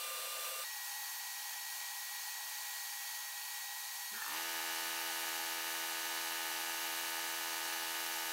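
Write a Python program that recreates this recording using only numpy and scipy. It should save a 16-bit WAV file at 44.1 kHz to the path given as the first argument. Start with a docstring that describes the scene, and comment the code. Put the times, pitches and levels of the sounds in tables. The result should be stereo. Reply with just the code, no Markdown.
"""Bead blasting in a closed cabinet

Heard at the cabinet in stereo: glass beads hit a small steel part, a jet of noise hissing in the box's resonances.
A fast turbine, probably the dust extractor, whines as a few harmonics; hiss and whine change abruptly early on.
Halfway a piston compressor starts with a thump of resonant noise and its strokes speed up into a hard buzz.
It pulls the whine's pitch down sharply for a moment, then leaves it slightly lower and quieter."""
import sys
import numpy as np
from scipy import signal
from scipy.fft import rfft, irfft
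from scipy.io import wavfile
from scipy.ndimage import uniform_filter1d

SR = 44100
rng = np.random.default_rng(int(sys.argv[2]) if len(sys.argv) > 2 else 0)


def dump(signal):
    """Clip the signal to [-1, 1] and save it as 16-bit WAV at the path in sys.argv[1]."""
    limited = np.clip(np.atleast_2d(signal).T, -1, 1)
    pcm = np.round(limited * 32767).astype(np.int16)
    wavfile.write(sys.argv[1], SR, pcm)


N = 366912
TIME = np.arange(N) / SR
FREQ = np.maximum(np.fft.rfftfreq(N, 1 / SR), 1)
RUNNING_HZ = 82.64  # compressor strokes per second at full speed

# unlikeness of the two channels: pitch_hz, side_re_mid_db
STEREO_WIDTH = [(100, -42), (300, -57), (700, -44), (1400, -41), (2800, -22.5), (5600, -17.5), (10000, -16),
                (14000, -11.5)]
# dips and small lifts from reflections between the cabinet walls: pitch_hz, half_width_hz, change_db
WALL_REFLECTIONS = [(2040, 41, -4), (2640, 80, -2.5), (3650, 120, -2.5), (4220, 60, 0), (5250, 140, -5),
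                    (7950, 110, 1.5), (8550, 200, 0), (10830, 300, -1.5), (12650, 150, 1),
                    (14600, 220, -3.5)]


def undb(db):
    """Decibels to gain."""
    return 10 ** (np.asarray(db) / 20)


def curves(table):
    """Each column of a time table, sample by sample."""
    s, *columns = np.transpose(table)
    return [np.interp(TIME, s, c) for c in columns]


def colour(points, hz):
    """Gain of a (Hz, dB) spectrum at the given frequencies, interpolated over log frequency."""
    f, db = np.transpose(points)
    return undb(np.interp(np.log(hz), np.log(f), db))


def walk(rate):
    """Random levels held for 1 / rate seconds, smoothed twice and scaled to a spread of 1."""
    hold = int(SR / rate)
    held = np.repeat(rng.standard_normal(N // hold + 1), hold)
    smooth = uniform_filter1d(uniform_filter1d(held, hold), hold)[:N]
    return smooth / smooth.std()


def after_change(change_s=0.639, fade_s=0.00302):
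    """0 before the abrupt change of hiss and whine, 1 after it."""
    return np.clip((TIME - change_s) / fade_s, 0, 1)


def motor(start_s=4.11, switch_s=0.02, run_up_s=0.165):
    """The compressor motor: whether it is on (0-1), and its speed (0-1), which rises in an S-curve."""
    age = np.maximum(TIME - start_s, 0)
    on = 1 - np.exp(-age / switch_s)
    speed = np.tanh((age / run_up_s) ** 2)  # about three quarters of full speed after run_up_s
    return on, speed


def rush(slope, modes, reflections=()):
    """Turbulent air: a broad hiss with resonances standing out of it, shaped by wall reflections."""
    power = colour(slope, FREQ) ** 2
    for hz, width, db in modes:
        power = power + undb(db) ** 2 / (1 + (1.39 * (FREQ - hz) / width) ** 2) ** 2
    gain = np.sqrt(power * SR / 2)
    for hz, half_width, db in reflections:
        gain = gain * undb(db * np.exp(-((FREQ - hz) / half_width) ** 2))
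    # countless weak high modes of the box ripple the treble
    grid = np.arange(0, SR / 2, 30)
    ripple = np.interp(FREQ, grid, rng.standard_normal(len(grid)))
    ripple_db = 1.4 * ripple * np.minimum(FREQ / 5000, 1)
    mid, side = rfft(rng.standard_normal((2, N))) * gain * undb(ripple_db)
    side = side * colour(STEREO_WIDTH, FREQ)
    return irfft(np.array([mid + side, mid - side]), N)


def two_ports(sound, t60=0.1):
    """Short reflections off the steel walls reach left and right differently, most of all in the treble."""
    t = TIME[:SR // 10]
    walls = rng.standard_normal(len(t)) * undb(-60 * t / t60)
    echo = signal.fftconvolve(sound, walls / np.linalg.norm(walls))[:N]
    side = irfft(rfft(echo) * colour(STEREO_WIDTH, FREQ), N)
    return np.array([sound + side, sound - side])


def pan(sound, db, above_hz=1800):
    """Lean the treble to the left by so many dB (right if negative); the bass keeps its place."""
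    lean_db = db / (1 + (above_hz / FREQ) ** 4)
    return irfft(rfft(sound) * undb(np.array([lean_db, -lean_db]) / 2), N)


def jet(sizzle_hz=11100, sizzle_width_hz=1500, flutter_db=0.37, opening_db=0.3, jet_db=0.26):
    """The blast hiss; its top sizzles more or less as the beads find the part, and the feed flutters."""
    # hiss before and after the change, ahead of the trims: pitch_hz, density_db_per_hz
    opening_hiss = [(30, -134.6), (80, -133.1), (130, -111.9), (200, -111.9), (400, -95), (600, -83),
                    (900, -88), (1500, -84.5), (3000, -84.6), (7000, -88.4), (11000, -86.5), (14000, -84.0),
                    (15600, -87.8)]
    jet_hiss = [(30, -140.9), (60, -134.6), (90, -122.5), (140, -134.4), (220, -123.7), (400, -107.5),
                (650, -100.8), (1000, -81), (1250, -94.5), (2200, -88.5), (5000, -87), (11000, -89.5),
                (13000, -87), (15600, -87.5)]
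    # resonances in each hiss, ahead of the trims: pitch_hz, width_hz, density_db_per_hz
    opening_modes = [(413, 14, -91.1), (500, 24, -79.5), (528, 23, -73.5), (650, 22, -78),
                     (1100, 120, -81.5), (1490, 81, -83), (2369, 32, -88), (2782, 170, -76.5),
                     (3470, 57, -77.5), (4050, 140, -77.5), (4612, 378, -84), (5800, 129, -81.1),
                     (6260, 62, -80.5), (7240, 187, -86.5), (7776, 466, -85.5), (8601, 422, -83.5),
                     (9478, 205, -84), (10000, 287, -86)]
    jet_modes = [(202, 14, -110.4), (250, 20, -114.8), (540, 31, -99.6), (668, 28, -93), (767, 29, -85.5),
                 (819, 28, -75), (867, 39, -79), (1308, 23, -88.5), (1436, 76, -88.5), (1630, 94, -87),
                 (1800, 130, -82.5), (2203, 54, -87.5), (2350, 73, -83), (2530, 85, -84), (2780, 38, -86),
                 (3106, 130, -86), (3332, 74, -87), (3770, 24, -80), (4356, 177, -79.5), (4640, 150, -83.5),
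                 (5470, 99, -81), (6453, 215, -80.5), (6960, 92, -86), (7420, 89, -83.5),
                 (9370, 270, -84.5), (10160, 200, -86), (11330, 100, -85.5), (15072, 341, -89.5)]
    # sizzle as the nozzle sweeps the part: time_s, level_db
    sizzle_levels = [(0.66, -56), (1.13, -53), (1.15, -62), (1.36, -52), (1.4, -56), (1.79, -54),
                     (1.87, -60), (1.98, -52), (2.32, -59.5), (3.02, -55.5), (3.87, -56.5), (4.06, -52),
                     (4.17, -57), (4.32, -56), (5.02, -52.5), (8.3, -53.5)]
    plain_db = -55.5  # sizzle level at which the hiss keeps its plain colour
    loaded_db = -0.7  # the jet weakens a little while the compressor runs

    sizzle_db, = curves(sizzle_levels)
    changed = after_change()
    _, speed = motor()
    blast = rush(jet_hiss, jet_modes, WALL_REFLECTIONS)
    sizzle_band = np.exp(-(2 * (FREQ - sizzle_hz) / sizzle_width_hz) ** 2)
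    sizzle = irfft(rfft(blast) * sizzle_band, N)
    blast = blast + (undb(sizzle_db - plain_db) - 1) * sizzle
    opening = undb(opening_db) * (1 - changed) * rush(opening_hiss, opening_modes)
    hiss = opening + undb(jet_db) * changed * blast
    return hiss * undb(loaded_db * speed + flutter_db * walk(14))


def turbine(wander=0.000503, waver_db=1.06, overtone_waver_db=2.0, inrush_power=9):
    """Blade whine with a few overtones; it sags as the compressor draws current, and the air stream shakes it."""
    # lower overtones of the whine: multiple, level_re_fundamental_db
    overtones = [(2, -10), (3, -9.5)]
    # thin whistle on the seventh harmonic: time_s, level_db
    whistle = [(0.3, -62), (1.1, -57), (1.6, -65), (3.9, -63), (4.2, -60), (5.9, -61), (6.3, -70),
               (7.7, -71), (8.05, -61)]
    opening_blade_hz, blade_hz = 1200.5, 1910.5  # blade rate before and after the change
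    opening_db, later_db, loaded_db = -52, -53.5, -9  # before, after, and the drop under load
    start_sag_hz, run_sag_hz = 128, 23.5  # blade rate lost to the starting and the running current
    lag_s = 0.055  # the rotor's inertia smooths the sag

    changed = after_change()
    on, speed = motor()
    # the starting current stays high until the motor is nearly up to speed
    inrush = 1 - speed ** inrush_power
    load_hz = on * (run_sag_hz + (start_sag_hz - run_sag_hz) * inrush)
    keep = np.exp(-1 / (lag_s * SR))
    sag_hz = signal.lfilter([1 - keep], [1, -keep], load_hz)
    hz = opening_blade_hz * (1 - changed) + blade_hz * changed - sag_hz
    level_db = opening_db * (1 - changed) + later_db * changed + loaded_db * (1 - inrush)
    phase = 2 * np.pi * np.cumsum(hz * (1 + wander * walk(25))) / SR
    whine = undb(level_db + waver_db * walk(35)) * np.sin(phase)
    for multiple, db in overtones:
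        whine += undb(level_db + db + overtone_waver_db * walk(20)) * np.sin(multiple * phase)
    seventh_db, = curves(whistle)
    whine += undb(seventh_db + overtone_waver_db * walk(20)) * np.sin(7 * phase)
    return np.sqrt(2) * whine  # levels are RMS


def stroke(buzz_db=-54.0):
    """One stroke: a sharp suction snap, then a fading rattle of reflections that lasts until the next."""
    # harmonics of the stroke rate, relative to buzz_db: multiple, level_db
    buzz = [(1, -49), (2, -23), (3, -21), (4, -6.5), (5, -11), (6, -10.5), (7, -12), (8, -6.5), (9, -9),
            (10, -8.5), (11, 0), (12, -21), (13, -15), (14, -8), (15, -1), (16, -8), (17, -12.5), (18, 0),
            (19, -14), (20, -1), (21, -0.5), (22, -3.5), (23, -6), (24, -5.5), (25, -10), (26, -5.5),
            (27, -6.5), (28, -4), (29, -15), (30, -6), (31, -13), (32, -26), (33, -8), (34, -3), (35, -4),
            (36, -2), (37, -7)]
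    # thinner treble above them, relative to buzz_db: pitch_hz, level_db
    buzz_treble = [(3150, -19.5), (3900, -8.5), (4450, -12.5), (4750, -11.5), (5100, -16.5), (5900, -12),
                   (6500, -21.5), (7800, -25), (8300, -22), (9000, -25), (10000, -26), (11100, -25),
                   (12300, -19), (13500, -33)]

    order, db = np.transpose(buzz)
    size = round(SR / RUNNING_HZ)
    k = np.arange(1, size // 2 + 1)
    hz = k * RUNNING_HZ
    treble = colour(buzz_treble, hz) * undb(3 * rng.standard_normal(len(k)))
    gain = np.where(k <= order.max(), undb(np.interp(k, order, db)), treble)
    t = TIME[:size]
    rattle = rng.standard_normal(size) * (t > .001) * np.exp(-t / .02)
    # the snap comes through most directly in the middle range
    snap = np.interp(hz, [500, 800, 1400, 2000, 3500], [.5, 2.2, 2.2, .7, .5])
    paths = snap + rfft(rattle / np.linalg.norm(rattle))[1:]
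    # snap and rattle set only the phases; the tables set the levels
    spectrum = np.r_[0, gain * paths / np.abs(paths)]
    wave = irfft(spectrum, size) * size / np.sqrt(2)
    return -undb(buzz_db) * np.roll(wave, SR // 1000)


def compressor(uneven_db=.5, puff=0.13, air_db=0.35, low_cut_hz=130, knock_hz=1350, knock_width_hz=1100):
    """Piston strokes speed up from a dull knocking to a bright buzz; air rushes in with a small puff on each."""
    # air rushing through, ahead of air_db: pitch_hz, density_db_per_hz
    intake_hiss = [(30, -133.4), (70, -122.4), (120, -119.5), (200, -113.4), (350, -109.7), (600, -104.0),
                   (800, -91), (1300, -93.5), (2200, -89), (4000, -90), (7000, -91), (11000, -91),
                   (13500, -88.5), (15600, -97.3)]
    # its resonances, ahead of air_db: pitch_hz, width_hz, density_db_per_hz
    intake_modes = [(248, 22, -96), (309, 14, -94), (368, 26, -95.5), (485, 58, -94), (845, 14, -70.5),
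                    (1035, 25, -79.5), (1282, 29, -81), (1476, 54, -88), (1712, 46, -79.5), (2690, 25, -74),
                    (3150, 230, -86), (3755, 16, -74.5), (5930, 182, -90), (8267, 165, -89)]
    crank_turns = 0.62  # where the crank stood, as a share of a turn
    stroke_power, air_power = 0.66, 2.1  # strokes and air flow grow as these powers of the speed
    first_air = undb(-6)  # air that flows as soon as the motor is on
    knock_db = -0.5

    on, speed = motor()
    turns = crank_turns + np.cumsum(RUNNING_HZ * speed) / SR
    # one stroke per whole turn, a few microseconds early or late
    at = np.interp(np.arange(1, int(turns[-1]) + 1), turns, np.arange(N))
    chance = rng.standard_normal((len(at), 2))
    at = at + 5e-6 * SR * chance[:, 0]
    # sinc taps place each pulse between samples
    taps = at.astype(int)[:, None] + np.arange(-8, 9)
    strengths = undb(uneven_db * chance[:, 1:])
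    pulses = np.zeros(N)
    np.add.at(pulses, np.clip(taps, 0, N - 1), np.sinc(taps - at[:, None]) * strengths)
    pulses = pulses * speed ** stroke_power
    # slow strokes only knock; rattle, bass and treble come with speed
    knock_band = np.exp(-(2 * (FREQ - knock_hz) / knock_width_hz) ** 2)
    knock = -undb(knock_db) * irfft(rfft(pulses) * knock_band, N)
    full = speed ** 3
    buzz = full * signal.fftconvolve(pulses, stroke())[:N]
    buzz = buzz + np.sqrt(np.maximum(1 - full, 0)) * knock
    # the small housing radiates no deep bass
    buzz = signal.sosfilt(signal.butter(4, low_cut_hz, "high", fs=SR, output="sos"), buzz)
    air = rush(intake_hiss, intake_modes, WALL_REFLECTIONS) * (1 + puff * np.cos(2 * np.pi * turns))
    flow = on * first_air + (1 - first_air) * speed ** air_power
    return two_ports(buzz) + air * flow * undb(air_db)


def jolt(rise_s=0.014):
    """The compressor's frame shudders and rasps in a few resonances as the motor kicks in."""
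    # shudders, each level the start of its decay: start_s, pitch_hz, width_hz, level_db, t60_s
    shudders = [(4.112, 228, 60, -55, 0.31), (4.12, 436, 160, -59, 0.33), (4.13, 1560, 500, -44.5, 0.43),
                (4.175, 1320, 300, -47.5, 0.38), (4.2, 1780, 160, -40, 0.19), (4.285, 1100, 500, -51, 0.55)]
    out = np.zeros(N)
    for s, hz, width, db, t60 in shudders:
        age = np.maximum(TIME - s, 0)
        band = 1 / (1 + (2 * (FREQ - hz) / width) ** 4)
        shudder = irfft(rfft(rng.standard_normal(N)) * band, N)
        rise = 1 - np.exp(-(age / rise_s) ** 2)
        out += rise * undb(db - 60 * age / t60) * shudder / shudder.std()
    return out


def scene(jet_pan_db=-0.6, compressor_pan_db=1.85):
    """Jet, turbine and compressor, heard together at the cabinet."""
    return pan(jet(), jet_pan_db) + pan(compressor(), compressor_pan_db) + two_ports(turbine() + jolt())


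def record(dry, top_hz=15750):
    """The recorder cuts the top steeply."""
    return signal.sosfilt(signal.ellip(12, .1, 70, top_hz, fs=SR, output="sos"), dry)


dry = scene()
out = record(dry)
dump(out)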